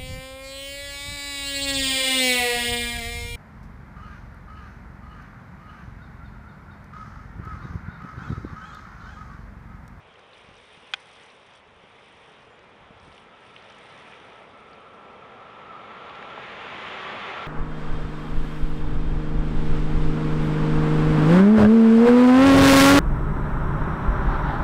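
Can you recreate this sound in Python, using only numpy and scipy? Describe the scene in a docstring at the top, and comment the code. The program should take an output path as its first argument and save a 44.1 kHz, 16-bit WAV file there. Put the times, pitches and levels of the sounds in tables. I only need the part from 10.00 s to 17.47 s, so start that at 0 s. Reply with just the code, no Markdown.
"""An electric train comes along a viaduct above the sea, with water, wind and a hand-held camera close by.
First water washes and gusts rush as filtered noise, dry grass crackles in grains, ticks and scrapes;
the camera bumps softly as damped sines, and its shell gives one sharp double click as decaying modes.
Then a small bird peeps once, a gliding sine. Bass and rolling roar swell as noise, rails sing ahead of
the train as wavering resonances, hiss brightens the roar, and clacks and a deck drone come last."""
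import sys
import numpy as np
from scipy import signal
from scipy.fft import rfft, irfft, next_fast_len
from scipy.io import wavfile
from scipy.ndimage import uniform_filter1d, map_coordinates

SR = 44100
rng = np.random.default_rng(int(sys.argv[2]) if len(sys.argv) > 2 else 0)


def generate_wav(sig):
    """Save sig (samples, or channels by samples) to the path in sys.argv[1] as 16-bit PCM at SR."""
    pcm = np.round(np.clip(np.atleast_2d(sig).T, -1, 1) * 32767).astype(np.int16)
    wavfile.write(sys.argv[1], SR, pcm)


N = 329427
TIME_S = np.arange(N) / SR


def amp(db):
    """Logarithmic level: decibels become an amplitude gain."""
    return 10 ** (np.asarray(db) / 20)


def unit(x):
    """Normalisation: scale to rms 1."""
    return x / np.sqrt(np.mean(x ** 2) + 1e-20)


def wobble(rate):
    """Random modulation: a smooth curve through random knots, rate of them a second."""
    knots = rng.standard_normal(int(N * rate / SR) + 4)
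    return map_coordinates(knots, [np.arange(N) * rate / SR])


def swell(at, half_length):
    """Gaussian envelope: 1 at its top, 1/e at half_length seconds to either side."""
    return np.exp(-((TIME_S - at) / half_length) ** 2)


def filtered(x, response):
    """Linear filtering: the spectrum is multiplied by a response of frequency."""
    m = next_fast_len(N + SR // 2)
    return irfft(rfft(x, m) * response(np.fft.rfftfreq(m, 1 / SR)), m)[:N]


def coloured(x, spectrum):
    """Spectral shaping: x through a (Hz, dB) curve, straight over log frequency, at rms 1."""
    f, db = np.transpose(spectrum)
    return unit(filtered(x, lambda hz: amp(np.interp(np.log(hz + 1), np.log(f), db))))


def rush(spectrum, patchy_db):
    """Turbulent noise: random gain in patches of time and frequency, then spectral shaping to rms 1."""
    z = signal.stft(rng.standard_normal(N), nperseg=512)[2]
    across_pitch = uniform_filter1d(rng.standard_normal(z.shape), size=7, axis=0)
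    patches = uniform_filter1d(across_pitch, size=12, axis=1)
    noise = signal.istft(z * amp(patchy_db * unit(patches)), nperseg=512)[1][:N]
    return coloured(noise, spectrum)


def singing(modes):
    """Resonance: narrow (Hz, half width Hz, dB) modes under steady random shaking, at rms 1."""
    def response(f):
        return sum(amp(db) / (1 + ((f - hz) / width) ** 2) for hz, width, db in modes)
    return unit(filtered(rng.standard_normal(N), response))


def add(track, s, db, sound):
    """Superposition: mix a sound in at time s with the given peak level."""
    room = track[round(s * SR):][:len(sound)]
    room += (amp(db) * sound / np.abs(sound).max())[:len(room)]


def snap(hz, t60, order=2):
    """Impact noise: an exponentially dying burst in an octave band around one pitch, at peak 1."""
    t = np.arange(SR // 5) / SR
    edges = np.clip([hz / np.sqrt(2), hz * np.sqrt(2)], 50, SR / 2 - 100)
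    band = signal.butter(order, edges, "band", fs=SR, output="sos")
    burst = signal.sosfilt(band, rng.standard_normal(len(t)) * amp(-60 * t / t60))
    return burst / np.abs(burst).max()


# spectrum of the washing water: pitch_hz [Hz], level_db [dB per Hz, relative]
SEA_SPECTRUM = [(20, -22.5), (50, -7.5), (90, -1.5), (150, -2), (220, -2), (310, -6.5), (460, 4), (680, -1),
                (1100, -0.5), (1700, -5), (3300, -12.5), (4400, -25.5), (9500, -39.5), (11500, -50.5)]


def sea():
    """Broadband turbulence: water washes evenly on the rocks far below."""
    return amp(-53.5 + 0.47 * wobble(2.47)) * rush(SEA_SPECTRUM, patchy_db=0.2)


# strength of the wind in the grass: start_s [s], level_db [dB]
WIND_STRENGTH = [(0.0, -76), (0.29, -73.5), (0.35, -69), (0.58, -69), (1.01, -66), (1.23, -66),
                 (1.4, -70.5), (1.55, -70.5), (1.63, -76.5), (1.8, -73.5), (2.0, -71), (2.26, -70.5),
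                 (2.68, -77.5), (2.98, -76.5), (3.17, -75.5), (3.3, -77), (3.46, -70), (3.719, -69.5),
                 (4.0, -67.5), (4.69, -75), (5.201, -77.5)]
# the strongest wind; from CALM_S on it dies down at a steady rate
STRONGEST_DB, CALM_S, CALM_DB_PER_S = -66, 5.3, 2.5


def wind_level():
    """Common driving force: wind strength in dB relative to its strongest, shared by air and grass."""
    when, strength_db = np.transpose(WIND_STRENGTH)
    calming_db = CALM_DB_PER_S * np.maximum(TIME_S - CALM_S, 0)
    return np.interp(TIME_S, when, strength_db - STRONGEST_DB) - calming_db


# spectrum of the rushing gusts: pitch_hz [Hz], level_db [dB per Hz, relative]
GUST_SPECTRUM = [(350, -40.5), (800, 1.5), (1400, -7.5), (1900, -1.5), (2400, 2.5), (2750, -1.5), (3350, 0),
                 (3750, -4.5), (4200, -17), (6000, -20), (9000, -44)]
# level at the strongest wind, and dB gained per dB of wind
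GUST_DB, GUST_GROWS = -53.5, 0.86


def gusts(wind_db):
    """Aerodynamic noise: moving air rushes over the slope, louder with the wind."""
    gust_db = GUST_DB + GUST_GROWS * wind_db + 0.45 * wobble(9)
    return amp(gust_db) * rush(GUST_SPECTRUM, patchy_db=2.0)


# spectrum of the dry grass: pitch_hz [Hz], level_db [dB per Hz, relative]
GRASS_SPECTRUM = [(2000, -18), (3600, 7), (4600, 0.5), (5800, 2), (6500, -10.5), (7200, -11.5),
                  (8500, -0.5), (9800, -1), (10400, -11.5), (11300, -16.5)]
# tufts brush together in short flurries: centre_s [s], level_db [dB], half_length_s [s]
GRASS_FLURRIES = [(.37, -73, 0.071), (0.555, -79, 0.056), (1.565, -66.5, 0.028), (2.42, -72, 0.045),
                  (3.03, -70.5, 0.026), (3.14, -67.5, 0.089)]
# level at the strongest wind, and dB gained per dB of wind
GRASS_DB, GRASS_GROWS = -65, 1.4
# single stalks: ring time (s), spread of sizes (dB), level over the finest touches (dB)
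STALK_LIFE_S, STALK_SPREAD_DB, STALK_DB = 0.015, 12, -4


def grass(wind_db):
    """Granular friction: dry stalks brush together in a dense sum of tiny random contacts."""
    touches = (rng.random(N) < 3500 / SR) * rng.standard_normal(N)
    crackle = np.zeros(N)
    # each stalk cracks at its own size and pitch, up to the last wind entry
    for moment, size, pitch in rng.random((900, 3)):
        crack = snap(hz=3500 + 6000 * pitch, t60=STALK_LIFE_S)
        add(crackle, moment * WIND_STRENGTH[-1][0], STALK_SPREAD_DB * size, crack)
    grains = coloured(unit(touches) + amp(STALK_DB) * unit(crackle), GRASS_SPECTRUM)
    stir = amp(GRASS_DB + GRASS_GROWS * wind_db)
    flurries = sum(amp(db) * swell(s, length) for s, db, length in GRASS_FLURRIES)
    # independent stirrings add in power
    return np.hypot(stir, flurries) * amp(1.0 * wobble(45)) * grains


# puffs on the microphone: centre_s [s], half_length_s [s], level_db [dB]
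WIND_BUFFETS = [(0.048, 0.071, -68), (0.517, 0.13, -62), (1.723, 0.1, -67), (2.416, 0.061, -63),
                (2.84, 0.1, -61), (3.09, 0.073, -59)]
# their spectrum: pitch_hz [Hz], level_db [dB per Hz, relative]
BUFFET_SPECTRUM = [(20, -12), (45, -2), (85, 3), (150, -10), (300, -32), (700, -60)]


def buffeting():
    """Pressure fluctuation: puffs of wind press softly on the microphone as low noise."""
    puffs = sum(amp(db) * swell(s, length) for s, length, db in WIND_BUFFETS)
    return puffs * coloured(rng.standard_normal(N), BUFFET_SPECTRUM)


# dry stalks tick: start_s [s], peak_db [dB], pitch_hz [Hz], ring_time_s [s]
STALK_TICKS = [(0.14, -53, 5000, .017), (0.1562, -42, 2300, 0.017), (0.193, -51, 4500, .017),
               (0.332, -41.5, 2950, .02), (0.3796, -57, 7500, .016), (0.567, -49, 4400, .017),
               (0.601, -44, 3100, .012), (1.005, -54, 5600, .012), (1.07, -51, 8000, .012),
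               (1.2342, -52, 5600, .014), (1.4692, -55, 4730, .014), (1.537, -56, 5400, .01),
               (1.552, -55, 5400, .017), (2.592, -53.5, 4960, .014), (2.999, -49, 4140, .017),
               (3.087, -57, 5200, .017), (3.1185, -43, 2700, .008), (3.125, -47, 3900, .02),
               (3.148, -55, 5400, .017), (3.179, -39, 2300, 0.018), (3.24, -57, 6200, .017),
               (3.5632, -33, 2460, .015), (3.623, -51, 4300, .014), (3.7, -45.5, 4120, .017),
               (3.723, -54, 5800, .017), (3.784, -52, 5600, .014), (3.977, -53, 5060, .01),
               (4.021, -54, 5500, .014), (4.121, -37, 2200, .012), (4.133, -36.5, 2080, .014),
               (4.731, -48, 3470, .024)]


def stalk_ticks():
    """Impulsive contact: single dry stalks knock, each a short band of noise."""
    out = np.zeros(N)
    for s, db, hz, life in STALK_TICKS:
        add(out, s, db, snap(hz, t60=life, order=5))
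    return out


# stalks scrape past each other: start_s [s], length_s [s], peak_db [dB], pitch_hz [Hz]
STALK_SCRAPES = [(0.335, 0.037, -49, 3000), (3.105, .09, -47, 2900), (3.568, 0.077, -44, 3100)]
# ring time of one slip, and how much the slips weaken along a scrape
SLIP_LIFE_S, SLIP_FADE_DB = 0.0087, 9


def scrapes(count=6):
    """Stick-slip friction: stalks catch and slip in uneven little cracks that weaken as they part."""
    out = np.zeros(N)
    for s, length, db, hz in STALK_SCRAPES:
        for part in rng.random(count):
            slip = snap(hz, t60=SLIP_LIFE_S, order=4)
            add(out, s + part * length, db - SLIP_FADE_DB * part, slip)
    return out


# soft handling bumps: start_s [s], peak_db [dB], pitch_hz [Hz], rub_db [dB, relative to the thud]
HAND_BUMPS = [(0.445, -48, 170, -10), (0.487, -41, 173, -5), (0.511, -46, 100, -5), (0.774, -45, 170, -13),
              (0.83, -47, 190, -3), (1.765, -54, 70, -8), (1.838, -43.5, 205, -2), (2.906, -40, 179, -18),
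              (2.965, -48, 102, -13), (3.029, -48, 90, -16), (3.076, -40, 176, -2)]
# a bump dies away by 60 dB within this many of its own cycles
BUMP_CYCLES = 5.7


def hand_bumps():
    """Damped oscillation: the hand bumps the camera in low thuds, with a little rubbing noise."""
    out, t = np.zeros(N), np.arange(SR // 5) / SR
    soft_onset = 1 - np.exp(-(t / 0.0011) ** 2)
    for s, db, pitch_hz, rub_db in HAND_BUMPS:
        life = BUMP_CYCLES / pitch_hz
        thud = np.sin(2 * np.pi * pitch_hz * t) * amp(-60 * t / life) * soft_onset
        add(out, s, db, thud + amp(rub_db) * snap(hz=383, t60=life))
    return out


# modes of the plastic shell: pitch_hz [Hz], width_hz [Hz], level_db [dB, relative spectral peak]
SHELL_MODES = [(830, 100, -7), (1310, 56, -14), (1490, 180, 1), (2100, 68, -4.5), (2450, 140, 5),
               (3260, 200, 4.5), (3440, 100, -7), (3840, 450, -27), (4940, 440, -12.5), (6930, 430, -19),
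               (9400, 1200, -35)]
# a catch snaps and rebounds: start_s [s], peak_db [dB], brightness [dB per octave]
CATCH_CONTACTS = [(0.93665, -9.5, -2), (0.94062, -14.5, 3), (0.9472, -33, 0)]
# the dry crack of each contact, relative to its ring
CRACK_DB = -28


def catch_click():
    """Modal ringing: a snapping catch sets the camera's plastic shell ringing at each contact."""
    out, t = np.zeros(N), np.arange(SR // 5) / SR
    hz, width, mode_db = np.transpose(SHELL_MODES)[:, :, None]
    # a mode of width w dies as exp(-pi w t)
    modes = amp(mode_db) * width * np.exp(-np.pi * width * t) * np.sin(2 * np.pi * hz * t)
    onset = 1 - np.exp(-(t / 0.00028) ** 2)
    # so small a shell radiates no bass
    no_bass = signal.butter(4, 650, "high", fs=SR, output="sos")
    for s, db, bright_db in CATCH_CONTACTS:
        ring = (amp(bright_db * np.log2(hz)) * modes).sum(axis=0) * onset
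        add(out, s, db, signal.sosfilt(no_bass, ring))
        add(out, s, db + CRACK_DB, snap(hz=7000, t60=0.012))
    return out


def bird(at=2.535, length=.033, lead_in=.055, hz=7110, fall=3200, db=-78):
    """Frequency glide: one thin peep, a soft level start, then a louder end falling by fall Hz per s."""
    t = TIME_S - at
    pitch_hz = hz - fall * np.maximum(t, -length / 2)
    envelope = swell(at, length) + swell(at - lead_in, length) / 3
    return amp(db) * envelope * np.sin(2 * np.pi * np.cumsum(pitch_hz) / SR)


# the train approaches at a steady speed: distance at the start (m), speed (m/s)
START_M, SPEED_M_S = 230, 25


def beyond(metres):
    """Uniform motion: how far, in metres, the train still is outside a given distance."""
    return np.maximum(START_M - SPEED_M_S * TIME_S - metres, 0)


# the train is heard clear of the hillside from this distance (m); loss beyond it (dB per m)
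EMERGES_M, HIDDEN_DB_PER_M = 155, 0.6


def hillside_loss():
    """Acoustic shadow: dB lost while the train is behind the hillside."""
    return HIDDEN_DB_PER_M * beyond(EMERGES_M)


# rolling level as the train comes nearer: start_s [s], level_db [dB, before ROAR_OVER_DB]
ROLLING_LEVEL = [(2.85, -59.5), (3.4, -59.5), (4.3, -53.0), (4.85, -54), (5.5, -50.5), (5.9, -48.5),
                 (6.4, -45.0), (6.95, -43), (7.47, -40.5)]
# the roar's full spectrum over that level (dB); its rise while still behind the hillside (dB per s)
ROAR_OVER_DB, ROAR_RISE_DB_PER_S = 1.5, 18


def roar_level():
    """Level envelope: the rolling level in dB, steeply lower before the first entry."""
    when, rolling_db = np.transpose(ROLLING_LEVEL)
    behind_db = ROAR_RISE_DB_PER_S * np.maximum(when[0] - TIME_S, 0)
    return np.interp(TIME_S, when, rolling_db) + ROAR_OVER_DB - behind_db


# bass of the approaching train: pitch_hz [Hz], level_db [dB per Hz, relative]
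RUMBLE_SPECTRUM = [(20, -16), (55, -6.5), (130, -2.5), (220, 1), (280, -3.5), (450, -11), (1000, -64)]


def rumble(roar_db):
    """Diffraction: bass bends round the hillside, so it is there early and grows slowly."""
    return amp(0.48 * roar_db - 36.5 + wobble(5.1)) * rush(RUMBLE_SPECTRUM, patchy_db=0.5)


# spectrum of the rolling wheels: pitch_hz [Hz], level_db [dB per Hz, relative]
ROAR_SPECTRUM = [(20, -35), (55, -17.5), (100, -6.5), (160, -6), (210, -1.5), (265, -6.5), (335, -6.5),
                 (385, -0.5), (480, 1), (680, 0.5), (800, 1.5), (950, -1), (1450, -14), (2400, -11),
                 (4500, -69)]


def rolling_roar(roar_db):
    """Rolling noise: wheels on rails roar as broadband noise that follows the rolling level."""
    return amp(roar_db + 0.22 * wobble(14)) * rush(ROAR_SPECTRUM, patchy_db=1.0)


# bending waves that run along the rails: pitch_hz [Hz], half_width_hz [Hz], level_db [dB, relative],
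# damping [dB per m], pitch_rise [Hz per s]
RAIL_WAVES = [(830, 10, -11, 1.5, 0), (1037, 20, -7, .3, 2), (1138, 15, -3.5, .31, -1),
              (1203, 12, -7, 0.4, 2), (1256, 24, -5, 0.2, 3), (1324, 20, -4.5, 0.14, 0),
              (1359, 18, -3, 0.3, 2)]
# parts of the song swell and dip: centre_s [s], half_length_s [s], change_db [dB], pitch_hz [Hz]
SONG_SURGES = [(3.55, .08, 3, 1340), (3.817, .08, -1, 1340), (4.41, 0.052, 4, 1340),
               (4.49, 0.036, -11, 1340), (4.873, .06, 5, 1200), (5.0, 0.035, 2, 1330), (5.7, .05, 4, 1340),
               (5.76, .08, 7, 1250), (5.994, 0.06, 3, 1350), (6.124, .05, 4, 1140), (6.33, 0.067, 5, 1340),
               (6.54, 0.091, -9, 1330), (6.537, 0.16, -9, 1150), (6.76, .1, -4, 1260), (6.96, .06, 4, 1360),
               (7.047, .05, 11.5, 1100), (7.31, .12, 6, 1150), (7.41, 0.11, 7.5, 1360)]
# a surge reaches this far to either side (Hz); the strands flutter within this time (s)
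SURGE_REACH_HZ, FLUTTER_S = 85, 0.13
# song gain, full within SONG_M (m); waver of each strand (Hz)
SONG_DB, SONG_M, WAVER_HZ = -47, 69, 4.5


def rail_song():
    """Bending waves: each strand wavers, flutters and surges, and fades with distance at its own rate."""
    song = np.zeros(N)
    surges = np.array([db * swell(s, length) for s, length, db, _ in SONG_SURGES])
    centre_hz = np.array(SONG_SURGES)[:, 3]
    for hz, width, db, db_per_m, rise_hz in RAIL_WAVES:
        # reading a resonance faster or slower bends its pitch
        shift_hz = rise_hz * (np.arange(N) - N) / SR + WAVER_HZ * wobble(9)
        read_at = np.cumsum(1 + shift_hz / hz)
        strand = map_coordinates(singing([(hz, width, 0)]), [read_at], order=1, mode="mirror")
        # even out slow swings, so each strand keeps its quick flutter and the surges stand out
        power = np.abs(uniform_filter1d(strand ** 2, size=int(FLUTTER_S * SR)))
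        evened = unit(strand / np.sqrt(power + 1e-9))
        surge_db = np.exp(-((hz - centre_hz) / SURGE_REACH_HZ) ** 2) @ surges
        song += amp(db - db_per_m * beyond(SONG_M) + surge_db) * evened
    return amp(SONG_DB - hillside_loss() + 0.6 * wobble(16)) * song


def rail_sizzle():
    """High-frequency resonance: the rails also carry a thin, very high sizzle."""
    level_db = -88.0 - 0.145 * beyond(SONG_M) - 0.5 * hillside_loss()
    return amp(level_db) * singing([(9450, 100, 0)])


# spectrum of the wheel hiss: pitch_hz [Hz], level_db [dB per Hz, relative]
HISS_SPECTRUM = [(500, -24.5), (1000, -1), (1500, 0.5), (2100, 1), (2800, -3), (3500, -5), (4200, -16.5),
                 (5100, -23.5), (6200, -29), (7100, -29.5), (8000, -42), (9400, -35), (10000, -49.5),
                 (11000, -65)]
# the far hiss swells once: centre_s [s], half_length_s [s], level_db [dB]
HISS_SWELL = (4, 0.36, -53.5)
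# near level (dB); the deck screens it beyond SCREEN_M (m) by so much (dB per m), up to a limit (dB)
HISS_DB, SCREEN_M, SCREEN_DB_PER_M, SCREEN_MAX_DB = -37.5, 58.6, .5, 22


def wheel_hiss():
    """Barrier screening: the deck shades the wheel hiss until the train is near."""
    screen_db = np.minimum(SCREEN_DB_PER_M * beyond(SCREEN_M), SCREEN_MAX_DB)
    approach = amp(HISS_DB - screen_db - hillside_loss())
    early_s, early_length, early_db = HISS_SWELL
    gain = np.hypot(approach, amp(early_db) * swell(early_s, early_length))
    return gain * amp(0.65 * wobble(30)) * rush(HISS_SPECTRUM, patchy_db=0.5)


# running gear clacks: start_s [s], peak_db [dB], pitch_hz [Hz], ring_time_s [s]
GEAR_CLACKS = [(6.096, -37.5, 2400, .02), (6.1534, -36, 2570, .025), (6.2266, -29, 1900, 0.0084),
               (6.304, -35, 2000, .025), (6.3768, -28.5, 980, 0.014), (7.048, -28, 1890, .03),
               (7.374, -29, 1400, .02)]


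def gear_clacks():
    """Impact excitation: the running gear clacks in short bands of noise."""
    out = np.zeros(N)
    for s, db, hz, life in GEAR_CLACKS:
        add(out, s, db, snap(hz, t60=life, order=3))
    return out


# resonance of the viaduct deck: pitch_hz [Hz], half_width_hz [Hz], level_db [dB, relative]
DECK_MODES = [(378, 6.7, 0)]


def deck_drone():
    """Structural resonance: the deck drones under the wheels only once they are near."""
    return amp(-53.5 - 1.4 * beyond(SCREEN_M)) * singing(DECK_MODES)


def train():
    """Superposition of the train's sources: rolling, rails, hiss, clacks and deck drone."""
    roar_db = roar_level()
    rolling = rumble(roar_db) + rolling_roar(roar_db)
    rails = rail_song() + rail_sizzle()
    return rolling + rails + wheel_hiss() + gear_clacks() + deck_drone()


def scene():
    """Linear superposition: everything in the open air adds at one microphone."""
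    wind_db = wind_level()
    slope = gusts(wind_db) + grass(wind_db) + stalk_ticks() + scrapes()
    camera = hand_bumps() + catch_click()
    return (sea() + slope + buffeting() + camera + bird() + train())[None]


def record(dry):
    """Band limitation: a very steep low-pass near 10.9 kHz, the camera's upper limit."""
    top_hz = 10900
    return filtered(dry[0], lambda hz: 1 / np.sqrt(1 + (hz / top_hz) ** 80))[None]


dry = scene()
out = record(dry)
generate_wav(out)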